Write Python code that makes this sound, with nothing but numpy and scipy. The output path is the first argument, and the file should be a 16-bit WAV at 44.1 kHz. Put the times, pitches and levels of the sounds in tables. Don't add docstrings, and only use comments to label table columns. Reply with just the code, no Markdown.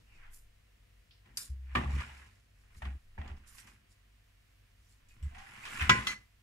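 import sys
import numpy as np
from scipy import signal
from scipy.fft import rfft, irfft, next_fast_len
from scipy.io import wavfile
from scipy.ndimage import uniform_filter1d, map_coordinates

SR = 44100
rng = np.random.default_rng(int(sys.argv[2]) if len(sys.argv) > 2 else 0)


def makeup_ratio(level_db):
    decades = np.asarray(level_db, float) / 20
    return 10 ** decades


def generate_wav(sig):
    pcm = np.round(np.clip(np.atleast_2d(sig).T, -1, 1) * 32767).astype(np.int16)
    wavfile.write(sys.argv[1], SR, pcm)


N = 283122
TIME = np.arange(N) / SR

# pitch in Hz, level in dB per Hz.
ROOM_COLOUR = [(12, -43.5), (30, -7.5), (54, 1.5), (70, -8.5), (103, -5), (172, -22), (203, -19),
               (365, -28.5), (600, -30.5), (780, -59), (1320, -120)]
# pitch in Hz, level in dB per Hz.
AIR_COLOUR = [(350, -38.5), (600, -19.5), (707, -7), (778, -12.5), (892, -10.5), (968, -9), (1540, -6.5),
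              (1810, -3.5), (1970, -4.5), (2850, -6.5), (3490, -10.5), (4980, -12.5), (6920, -15),
              (7820, -15.5), (15700, -20)]
# pitch in Hz, level in dB.
FAN_HUM = [(48.4, -68.5), (96.9, -74), (689.1, -93.5)]
# time in seconds, level in dB.
SWAYS = [
    (.3, -52),
    (1.86, -53),
    (2.84, -58.5),
    (3.28, -44.5),
    (5.28, -51),
    (5.85, -50.5),
]

# time in seconds, centre in Hz, level in dB.
GLIDES = [
    [(.07, 2710, -80), (.13, 2537, -69), (.2, 2190, -70), (.25, 1587, -64), (.31, 1720, -92)],
    [(1.109, 3720, -65), (1.13, 4120, -70.5), (1.22, 3930, -86)],
    [(5.31, 680, -80), (5.33, 705, -70), (5.38, 777, -59.5), (5.43, 801, -64), (5.5, 808, -73)],
    [(.02, 488, -101), (1.2, 489, -101), (1.5, 488, -112)],
]
GLIDE_WIDTHS = [800, 3200, 110, 20]

# start in seconds, level in dB, rise in seconds, fall in seconds, brightness in dB per octave.
RUSTLES = [(0, -69.5, .01, 0.093, -15.5), (.16, -72.5, 0.14, 0.14, -14), (0.345, -58.5, 0.036, 0.1, 3.5),
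           (1.374, -44, 0.0018, 0.06, -2), (1.431, -51.5, 0.064, 0.09, -6), (1.758, -60, 0.021, 0.11, -6.5),
           (1.952, -59.5, 0.14, 0.44, -12), (2.182, -77, 0.042, 0.12, -11), (2.776, -68, 0.063, 0.067, -7),
           (2.822, -76.5, 0.017, 0.38, -3), (3.474, -63.5, 0.016, 0.21, -4.5), (3.55, -67.5, .06, .1, 1),
           (3.585, -60, 0.027, 0.08, -6), (3.67, -67.5, 0.003, 0.13, -7), (3.916, -71, 0.041, 0.083, -9.5),
           (4.92, -73, 0.2, 0.11, -8), (5.088, -70.5, 0.004, 0.13, -8), (5.227, -70, 0.0029, 0.14, -6),
           (5.354, -72.5, 0.016, 0.37, -10.5), (5.646, -61.5, 0.013, 0.41, -14),
           (5.832, -53.5, 0.36, 0.11, -8), (5.903, -51, 0.0024, 0.04, -11.5),
           (5.93, -49.5, 0.012, 0.25, -13.5), (6.07, -48.5, 0.0051, 0.057, -5),
           (6.12, -56, 0.14, 0.045, -11.5), (2.62, -78.5, 0.12, 0.15, -8)]
# pitch in Hz, level in dB per Hz.
CLOTH_COLOUR = [(2060, -31), (3500, -12), (5690, -2), (6290, -4), (7410, 2.5), (8360, -3.5), (9130, 2),
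                (14000, -5.5), (15400, -14), (15800, -30)]

# start in seconds, peak in dB, centre in
# Hz, time to fall 60 dB in seconds.
PINGS = [(1.7546, -25, 1170, .03), (1.771, -28.5, 1830, 0.043), (1.786, -40, 1090, .04),
         (1.797, -38, 1010, 0.036), (1.857, -43, 1140, 0.058), (1.981, -50, 2020, .03),
         (2.7697, -66, 4400, .04), (2.82, -43, 860, 0.026), (2.82, -43, 1830, 0.054),
         (2.8535, -47, 2600, 0.028), (2.858, -56, 1040, .04), (2.866, -52, 1950, 0.032),
         (3.178, -49, 880, 0.055), (3.178, -47, 1890, .06), (3.2775, -60, 5800, .015),
         (3.2775, -54, 3300, 0.023), (3.215, -63, 3280, 0.027), (3.247, -60, 3500, 0.025),
         (3.278, -55, 4460, 0.019), (3.278, -54, 7100, 0.013), (3.3, -61, 2500, .02),
         (3.383, -64, 7600, 0.021), (4.868, -72, 5770, 0.089), (4.92, -69, 4340, 0.082),
         (5.085, -67, 7280, 0.13), (5.108, -63, 2502, 0.14), (5.228, -62, 7840, 0.17),
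         (5.227, -56, 2900, .04), (5.385, -58, 6507, .02), (5.518, -59, 1800, .03),
         (5.547, -55, 2500, .03), (5.614, -55, 2160, .02), (5.64, -40, 2510, 0.034),
         (5.654, -50, 5550, .05), (5.7, -51.5, 2220, .03), (5.745, -44.5, 10000, .02),
         (5.796, -33, 2580, 0.038), (5.82, -41, 2170, .03), (5.8946, -21, 2010, .015),
         (5.895, -27.5, 330, 0.043), (5.894, -24.5, 6270, 0.036), (5.899, -10.5, 1420, 0.022),
         (5.9015, -19, 2200, .015), (5.897, -20.5, 2980, 0.0099), (6.0696, -31, 1274, 0.035),
         (6.0692, -22.5, 3320, 0.031), (6.074, -34, 2020, 0.041), (6.23, -75.5, 10430, 0.05),
         (1.1095, -61, 3220, 0.039), (1.7518, -25, 2400, 0.03), (1.752, -40, 617, 0.036),
               (1.756, -30, 1900, .02), (1.7525, -41, 4200, 0.015), (2.008, -42, 2100, 0.027),
               (5.897, -24.5, 1100, 0.073), (1.3712, -41, 11800, 0.093), (1.414, -42, 5200, .05),
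               (1.378, -34.5, 9200, 0.072), (1.41, -41, 9100, 0.07), (1.45, -46, 9000, 0.062),
               (1.428, -58, 3600, 0.07), (3.494, -58, 9200, .05), (3.6, -49, 8500, 0.055),
               (3.6722, -60, 1900, .08), (5.2275, -63, 5600, 0.018), (5.809, -35.5, 1340, .04),
               (6.1, -44.5, 6400, .1), (6.071, -41, 4100, .12), (5.9, -46, 9500, 0.057),
               (6.095, -48.5, 6600, .15), (6.076, -43.5, 5400, .06), (5.896, -27.5, 3380, .03),
               (.995, -68, 2600, .02), (3.179, -46, 1700, 0.033), (5.653, -44, 1500, .03),
               (5.387, -54, 1800, .03), (5.826, -42, 3300, .02), (2.009, -50, 2900, .015)]

# start in seconds, peak in dB, dull part in dB, bright part in dB,
# time to fall 60 dB in seconds.
KNOCKS = [(1.2578, -49, -14, -21, 0.029), (1.943, -48, 7, -16, 0.15), (2.0063, -34.5, 7.5, -5, 0.039),
          (2.7462, -50, 1, -14, 0.053), (2.82, -35, 5, -12, 0.032), (2.8516, -32.5, -3, -18, 0.064),
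          (3.178, -43.5, 14, -51, 0.008), (3.2145, -36.5, -4, -37, 0.034), (3.2794, -46, -1, -10, 0.27),
          (3.3648, -54, -8, -5, 0.18), (3.5822, -41.5, -27, -3, 0.18), (3.6718, -46.5, -6, -8, 0.22),
          (5.085, -66.5, -22.5, -35, 0.48), (5.2267, -53, -12, -18, 0.58), (5.347, -43, -4, -18.5, 0.036),
          (5.382, -40.5, -3.5, -9, 0.3), (5.5121, -61, -9, -20.5, 0.058), (5.6526, -30, -9, -15, 0.45),
          (5.7456, -42, -12, 4, 0.065), (5.8087, -24.5, -20, -19, 0.26), (6.0237, -42, 0.5, -21.5, 0.1)]
# pitch in Hz, level in dB, time to fall 60 dB in seconds.
KNOCK_RING = [(830, -20, 0.069), (1020, -2.5, 0.052), (1860, -4, 0.13), (1950, -4.5, 0.074)]
# start in seconds, peak in dB, dull part in dB, bright part in dB,
# time to fall 60 dB in seconds.
BLOWS = [
    (1.3712, -42, -37, 15, 0.052),
    (1.7513, -30, 7, -20, 0.18),
    (5.894, -10.5, -5.5, -14, 0.082),
    (6.0692, -28, -5.5, -8, 0.11),
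]
# pitch in Hz, level in dB, time to fall 60 dB in seconds.
BLOW_RINGS = [
    [(1600, -5, .1), (3709, -14, .2), (4608, -6, .16), (4926, -3, .18), (5582, -6, .2), (6300, -8, .2),
     (7612, -6, .2), (9195, 0, .15), (9458, 3, .06), (11920, -4, .09)],
    [(205, 0, .12), (242, 3, .42), (343, -6, .5), (651, -15, .4), (840, -12, .3), (942, -10, .3),
     (1077, -5, .26), (1130, 5, .1), (1793, 3, .18), (2320, 2, .09), (2643, -8, .15), (2961, -12, .15),
     (3295, -16, .2), (3806, -18, .2)],
    [(374, -12, .1), (1034, -1, .3), (1330, 2, .04), (1463, -7, .35), (1646, -3, .2), (1977, -3, .3),
     (2033, -9, .3), (2285, -7, .25), (2427, -12, .25), (2900, -6, .08), (4269, -17, .15), (4915, -14, .16),
     (5760, -11, .16), (7117, -16, .22)],
    [(1300, 3, .06), (2030, 4, .3), (2592, -12, .2), (2988, -11, .16), (3235, -5, .15), (4000, -8, .22),
     (4239, -7, .22), (4414, -7, .26), (5195, -9, .12), (5572, -11, .27), (5803, -11, .15), (6277, -9, .25),
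     (6800, -9, .2), (8979, -18, .2)],
]
RING_LEVELS = [0.5, -6.5, -9.5, -7]
# pitch in Hz, level in dB.
DULL_COLOUR = [(300, -40.5), (580, -12), (800, -7.5), (1200, 7.5), (2000, -43.5)]
SHARP_COLOUR = [(900, -26.5), (1500, -6), (3200, -9), (5000, -25), (8000, -40.5)]
BRIGHT_COLOUR = [(3000, -29.5), (4800, 4), (9000, -6), (12500, -17), (15500, -43.5)]

# start in seconds, level in dB, hold in seconds, fall in seconds, pitch in Hz.
BOOMS = [(1.503, -37.5, 0.026, 0.073, 67.6), (1.56, -45.5, 0.16, 0.028, 66),
         (1.728, -42.5, 0.024, .02, 65.9), (1.77, -36, 0.032, 0.069, 66), (1.861, -34, 0.055, 0.033, 69.6),
         (1.935, -31.5, 0.032, 0.028, 69.5), (1.986, -35.5, .02, 0.013, 68.4), (2.04, -55, .17, 0.13, 69.8),
         (2.773, -52, 0.016, .017, 64), (2.83, -38.5, 0.017, .03, 65), (2.866, -35.5, 0.016, 0.053, 66.4),
         (2.915, -43, 0.051, .02, 66.2), (3.194, -37.5, 0.001, 0.072, 74.5), (3.258, -47.5, 0.015, .03, 70),
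         (3.312, -40.5, 0.015, 0.058, 72.4), (3.415, -51, 0, .04, 68), (5.231, -34, 0.039, .03, 72.5),
         (5.312, -48, 0.00074, .12, 68.7), (5.821, -31.5, 0.028, .015, 75.15), (5.872, -37, .01, .03, 72),
         (5.915, -38.5, 0, 0.065, 70), (5.992, -47, 0.029, 0.087, 61)]
# start in seconds, level in dB, rise in seconds, fall in seconds.
SHAKES = [(1.265, -65.5, 0.013, 0.64), (1.755, -35, 0.0063, 0.23), (1.98, -55.5, 0.16, 0.084),
          (2.05, -62.5, 0.077, 0.34), (2.755, -66, 0.0062, 0.089), (2.869, -49, 0.07, 0.09),
          (3.183, -52.5, 0.011, 0.27), (3.31, -63.5, 0.16, 0.045), (3.66, -68, 0.17, 0.38),
          (5.236, -66, 0.12, 0.44), (5.6, -66.5, 0.4, 0.57), (5.83, -47.5, 0.113, 0.23),
          (5.895, -22, 0.001, 0.0074), (5.909, -31.5, 0.0056, 0.098), (6.08, -53.5, 0.15, 0.13)]
# pitch in Hz, width in Hz, level in dB.
PLATE_MODES = [(124.6, 48.4, 1), (207.4, 32, 0.5), (249, 28, -4.5), (315, 130, -12.5), (385, 18, -12.5),
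               (510, 220, -22)]
# start in seconds, level in dB, rise in seconds, fall in seconds, hollow rim tone in dB.
DRAGS = [(0.259, -65, 0.24, 0.17, -10.5), (1.27, -70, 0.046, 0.24, -7), (2.74, -74.5, 0.41, 0.25, -10.5),
         (1.385, -55.5, 0.018, 0.096, -30), (1.73, -62.5, 0.11, 0.045, -14.5),
         (1.755, -38, 0.0015, 0.092, -3.5), (1.83, -56.5, 0.084, 0.13, -3), (1.9, -59.5, 0.16, 0.11, -3),
         (2.01, -44, 0.1, 0.067, -17.5), (2.1, -56, 0.099, 0.19, -8), (2.22, -65, 0.16, 0.16, -14),
         (2.825, -53, 0.0058, 0.12, -1.5), (2.88, -68, 0.11, 0.091, -19), (3.185, -58.5, 0.002, 0.19, 2.5),
         (3.3, -64, 0.17, 0.069, -7), (3.5, -71.5, 0.36, 0.69, -21), (3.684, -66, 0.27, 0.11, -8),
         (5.25, -77, 0.57, 0.2, -14), (5.35, -63, 0.012, 0.38, -8), (5.773, -47.5, 0.44, 0.029, -12),
         (5.81, -37, 0.039, 0.16, -29), (5.871, -49, 0.082, 0.0075, -24), (5.914, -36, 0.0067, 0.21, -13.5),
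         (6.079, -53, 0.0092, 0.1, -23), (6.129, -48.5, 0.084, 0.022, -18)]
# pitch in Hz, level in dB per Hz.
STEEL_COLOUR = [(410, -45), (700, -13), (858, -25), (1190, -7.5), (1680, 0), (1810, -2.5), (2440, -2),
                (4210, -21), (9000, -28), (11700, -56), (19800, -120)]
# pitch in Hz, width in Hz, level in dB.
SHEET_MODES = [(770, 53, 2.5), (1030, 160, 3.5), (1320, 17, -14.5), (1397, 51, -7.5), (1664, 15, -6.5),
               (1850, 89, -11), (2026, 32, -4.5), (2200, 12, -13.5), (2890, 32, -6)]
# pitch in Hz, width in Hz, level in dB.
RIM_MODES = [(680, 110, 4), (788, 243, 11.5)]

# pitch in Hz, level in dB.
SIDE_COLOUR = [(60, -24), (130, -13), (290, 0), (640, 5), (1410, -3), (3100, 1.5), (6820, -4), (15000, -9)]
# pitch in Hz, level in dB.
LEFT_TILT = [(60, 0.5), (240, 2.5), (950, 0), (3770, -1), (15000, -3)]
# time in seconds, left over right in dB.
TRAY_PLACE = [(0, 0), (1.3, 0.5), (1.7, 0), (2, -1), (2.3, -0.5), (3.1, 0), (3.5, -3), (3.8, -0.5),
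              (5.1, -0.5), (5.3, -2), (5.75, -1), (5.9, 0.5), (6.4, -1)]


def unit(x):
    return x / np.sqrt(np.mean(x ** 2) + 1e-20)


def along(points, hz):
    f, v = np.transpose(points)
    return np.interp(np.log(hz + 1), np.log(f + 1), v)


def wobble(rate, span=slice(None)):
    knots = rng.standard_normal(int(N * rate / SR) + 4)
    return map_coordinates(knots, [TIME[span] * rate])


def coloured(x, gain):
    size = next_fast_len(x.shape[-1] + 8192)
    cepstrum = irfft(np.log(gain(np.fft.rfftfreq(size, 1 / SR)) + 1e-6), size)
    cepstrum[1:size // 2] *= 2
    cepstrum[size // 2 + 1:] = 0
    return irfft(rfft(x, size) * np.exp(rfft(cepstrum)), size)[..., :x.shape[-1]]


def coloured_noise(shape, points):
    return unit(coloured(rng.standard_normal(shape), lambda f: makeup_ratio(along(points, f))))


def resonant(peaks):
    return lambda f: np.sqrt(sum(makeup_ratio(2 * db) / (1 + (2 * (f - c) / w) ** 2) ** 2 for c, w, db in peaks))


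def patchy(x, depth_db):
    z = signal.stft(x, nperseg=512)[2]
    field = uniform_filter1d(rng.standard_normal(z.shape[1:]), size=2, axis=0)
    field = uniform_filter1d(field, size=7, axis=1)
    return unit(signal.istft(z * makeup_ratio(depth_db * unit(field)), nperseg=512)[1][:, :N])


def stroke(s, db, rise_s, fall_s, hold_s=0):
    rise_s, fall_s = max(rise_s, .002), max(fall_s, .005)
    end = s + max(hold_s, 1e-4)
    edge = [s - 2 * rise_s, s - rise_s, s, end, end + fall_s, end + 2 * fall_s]
    span = slice(*np.searchsorted(TIME, [edge[0], edge[-1]]))
    gain = np.zeros(N)
    gain[span] = makeup_ratio(db + np.interp(TIME[span], edge, [-60, -20, 0, 0, -20, -60]))
    return gain


def grit(rate, spread_db, smooth):
    size = np.minimum(rng.exponential(size=N), 2.5)
    slips = (rng.random(N) < rate / SR) * makeup_ratio(spread_db * size)
    grip = signal.lfilter([1], [1, -.98], slips)
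    return (unit(grip) + smooth) * rng.standard_normal((2, N))


def kitchen_air():
    out = np.zeros((2, N))
    for colour, level_db in [(ROOM_COLOUR, -68), (AIR_COLOUR, -76)]:
        out += makeup_ratio(level_db + 0.6 * wobble(2.2)) * coloured_noise((2, N), colour)
    return out


def fan_motor():
    out = np.zeros(N)
    for hz, db in FAN_HUM:
        level = makeup_ratio(db + 2.5 + 0.49 * wobble(3.4))
        out += level * np.sin(2 * np.pi * hz * TIME + .5 * wobble(2.5))
    return out


def microphone_sway():
    level = sum(stroke(s, db, rise_s=.25, fall_s=.25) for s, db in SWAYS)
    rumble = coloured(rng.standard_normal(N), lambda f: resonant([(19, 20, 0)])(f) ** 2)
    return level * unit(rumble)


def glides():
    out = np.zeros((2, N))
    for rows, width_hz in zip(GLIDES, GLIDE_WIDTHS):
        s, hz, db = np.transpose(rows)
        span = slice(*np.searchsorted(TIME, [s[0], s[-1]]))
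        turn = 2 * np.pi * np.cumsum(np.interp(TIME[span], s, hz)) / SR
        level = makeup_ratio(np.interp(TIME[span], s, db))
        for channel in out:
            steady = (wobble(width_hz, span) + 60 / width_hz) * np.sin(turn)
            channel[span] += level * (steady + wobble(width_hz, span) * np.cos(turn))
    return out


def rustle():
    force = patchy(grit(rate=500, spread_db=3, smooth=2.5), depth_db=2.5)
    out = np.zeros((2, N))
    for *shape, tilt in RUSTLES:
        gain = stroke(*shape)
        span = gain > makeup_ratio(-105)
        cloth = coloured(force[:, span],
                         lambda f: makeup_ratio(along(CLOTH_COLOUR, f) + tilt * np.log2(f / 8000 + 0.086)))
        out[:, span] += gain[span] * unit(cloth)
    return makeup_ratio(0.36 * wobble(74)) * out


def ticks():
    out, t = np.zeros((2, N + SR)), np.arange(SR // 8) / SR
    for s, db, hz, t60 in PINGS:
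        noise = rng.standard_normal((2, 2 * len(t)))
        puff = coloured(noise, resonant([(hz, 0.17 * hz, 0)]))[:, len(t):]
        ping = np.sin(2 * np.pi * (hz * t + [[0], [1 / 4]])) + 0.67 * unit(puff)
        fall = makeup_ratio(-60 * t / t60) * (1 - np.exp(-t / 0.0003))
        apart = [[1], [min(hz / 800, 1)]]
        start = round(s * SR)
        out[:, start:start + len(t)] += makeup_ratio(db - 4.5) * ping * fall * apart
    return out[:, :N]


def ringing(ring, t):
    tone = 0
    for hz, db, t60 in ring:
        cluster = hz * (1 + 0.009 * np.array([-1, 0, .7]))[:, None, None]
        drift = 5e-10 * hz ** 2 * np.cumsum(rng.standard_normal((3, 1, len(t))), axis=2)
        waves = np.sin(2 * np.pi * (cluster * t + drift + rng.random((3, 1, 1)) + [[0], [1 / 4]]))
        apart = [[1], [min(hz / 800, 1)]]
        tone = tone + makeup_ratio(db - 60 * t / t60) * apart * (waves[1] + 0.45 * (waves[0] + waves[2]))
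    return tone


def contacts(events, rings, crack_db, click):
    out, t = np.zeros((2, N + SR)), np.arange(SR // 3) / SR
    gate = 1 / (1 + np.exp((t - .085) / 0.088))
    for (s, db, dull_db, bright_db, t60), ring in zip(events, rings):
        room_tail = 0.032 * makeup_ratio(-60 * t / 0.87)
        fall = click * makeup_ratio(-60 * t / 0.021) + makeup_ratio(-60 * t / t60) + room_tail
        fall = fall * (1 - np.exp(-t / 0.0011)) * gate
        burst = np.zeros((2, len(t)))
        for colour, part_db in [(DULL_COLOUR, dull_db), (SHARP_COLOUR, 0), (BRIGHT_COLOUR, bright_db)]:
            burst += makeup_ratio(part_db) * coloured_noise((2, len(t)), colour)
        tone = ringing(ring, t) * gate * (1 - np.exp(-t / 0.0012))
        start = round(s * SR)
        out[:, start:start + len(t)] += makeup_ratio(db) * (makeup_ratio(crack_db) * burst * fall + tone)
    return out[:, :N]


def small_knocks():
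    ring = [(hz, db - 15.5, t60) for hz, db, t60 in KNOCK_RING]
    return contacts(KNOCKS, [ring] * len(KNOCKS), crack_db=-14.0, click=0.4)


def rim_blows():
    rings = [[(hz, db + gain_db, t60) for hz, db, t60 in ring]
             for ring, gain_db in zip(BLOW_RINGS, RING_LEVELS)]
    return contacts(BLOWS, rings, crack_db=-7.5, click=1.0) * [[1], [1.4]]


def boom():
    s, *_, hz = np.transpose(BOOMS)
    turn = 2 * np.pi * np.cumsum(np.interp(TIME, s, hz)) / SR
    push = sum(stroke(s, db, 0.012, fall_s, hold_s) for s, db, hold_s, fall_s, _ in BOOMS)
    push = push * makeup_ratio(1.5 * wobble(40))
    return np.sqrt(2) * push * (np.sin(turn) + 7 * push * np.sin(2 * turn + 1))


def plate_shake():
    force = grit(rate=44, spread_db=3, smooth=2.4)
    shake = unit(coloured(force, resonant(PLATE_MODES))[0])
    return sum(stroke(*row) for row in SHAKES) * shake * [[1], [.25]]


def drag():
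    force = grit(rate=140, spread_db=2, smooth=2.3)
    sheet = unit(coloured(force, lambda f: makeup_ratio(along(STEEL_COLOUR, f)) * (.55 + 1.2 * resonant(SHEET_MODES)(f))))
    sheet = patchy(sheet, depth_db=1.8)
    rim = unit(coloured(force, resonant(RIM_MODES)))
    sheet_level, rim_level = np.zeros(N), np.zeros(N)
    for *shape, rim_db in DRAGS:
        rub = stroke(*shape)
        sheet_level += rub
        rim_level += makeup_ratio(rim_db) * rub
    return makeup_ratio(0.52 * wobble(45)) * (sheet_level * sheet + rim_level * rim)


def scene():
    field = kitchen_air() + glides() + rustle() + ticks()
    field = field + small_knocks() + rim_blows() + plate_shake() + drag()
    mid = field[0] + fan_motor() + microphone_sway() + boom()
    side = coloured(field[1], lambda f: makeup_ratio(along(SIDE_COLOUR, f)))
    left = coloured(mid + side, lambda f: makeup_ratio(along(LEFT_TILT, f) / 2))
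    right = coloured(mid - side, lambda f: makeup_ratio(-along(LEFT_TILT, f) / 2))
    lean = makeup_ratio(np.interp(TIME, *np.transpose(TRAY_PLACE)) / 2)
    return np.array([left * lean, right / lean])


def band_limit(x):
    return signal.sosfilt(signal.butter(12, 16370, fs=SR, output="sos"), x)


def record(dry):
    top_hz, gate_db = 15300, -82
    soft = dry / np.sqrt(1 + (dry / 1.2) ** 2)
    whole, hz = rfft(soft), np.fft.rfftfreq(N, 1 / SR)
    treble = irfft(whole.mean(0) * (hz > 11000), N)
    quiet = uniform_filter1d(treble ** 2, size=2048) < makeup_ratio(2 * gate_db)
    calm = uniform_filter1d(1. * quiet, size=512)
    top_band = irfft(whole * (hz >= top_hz) * (hz < 15750), N)
    mix = irfft(whole * (hz < top_hz), N) + calm * top_band
    return band_limit(mix)


dry = scene()
out = record(dry)
generate_wav(out)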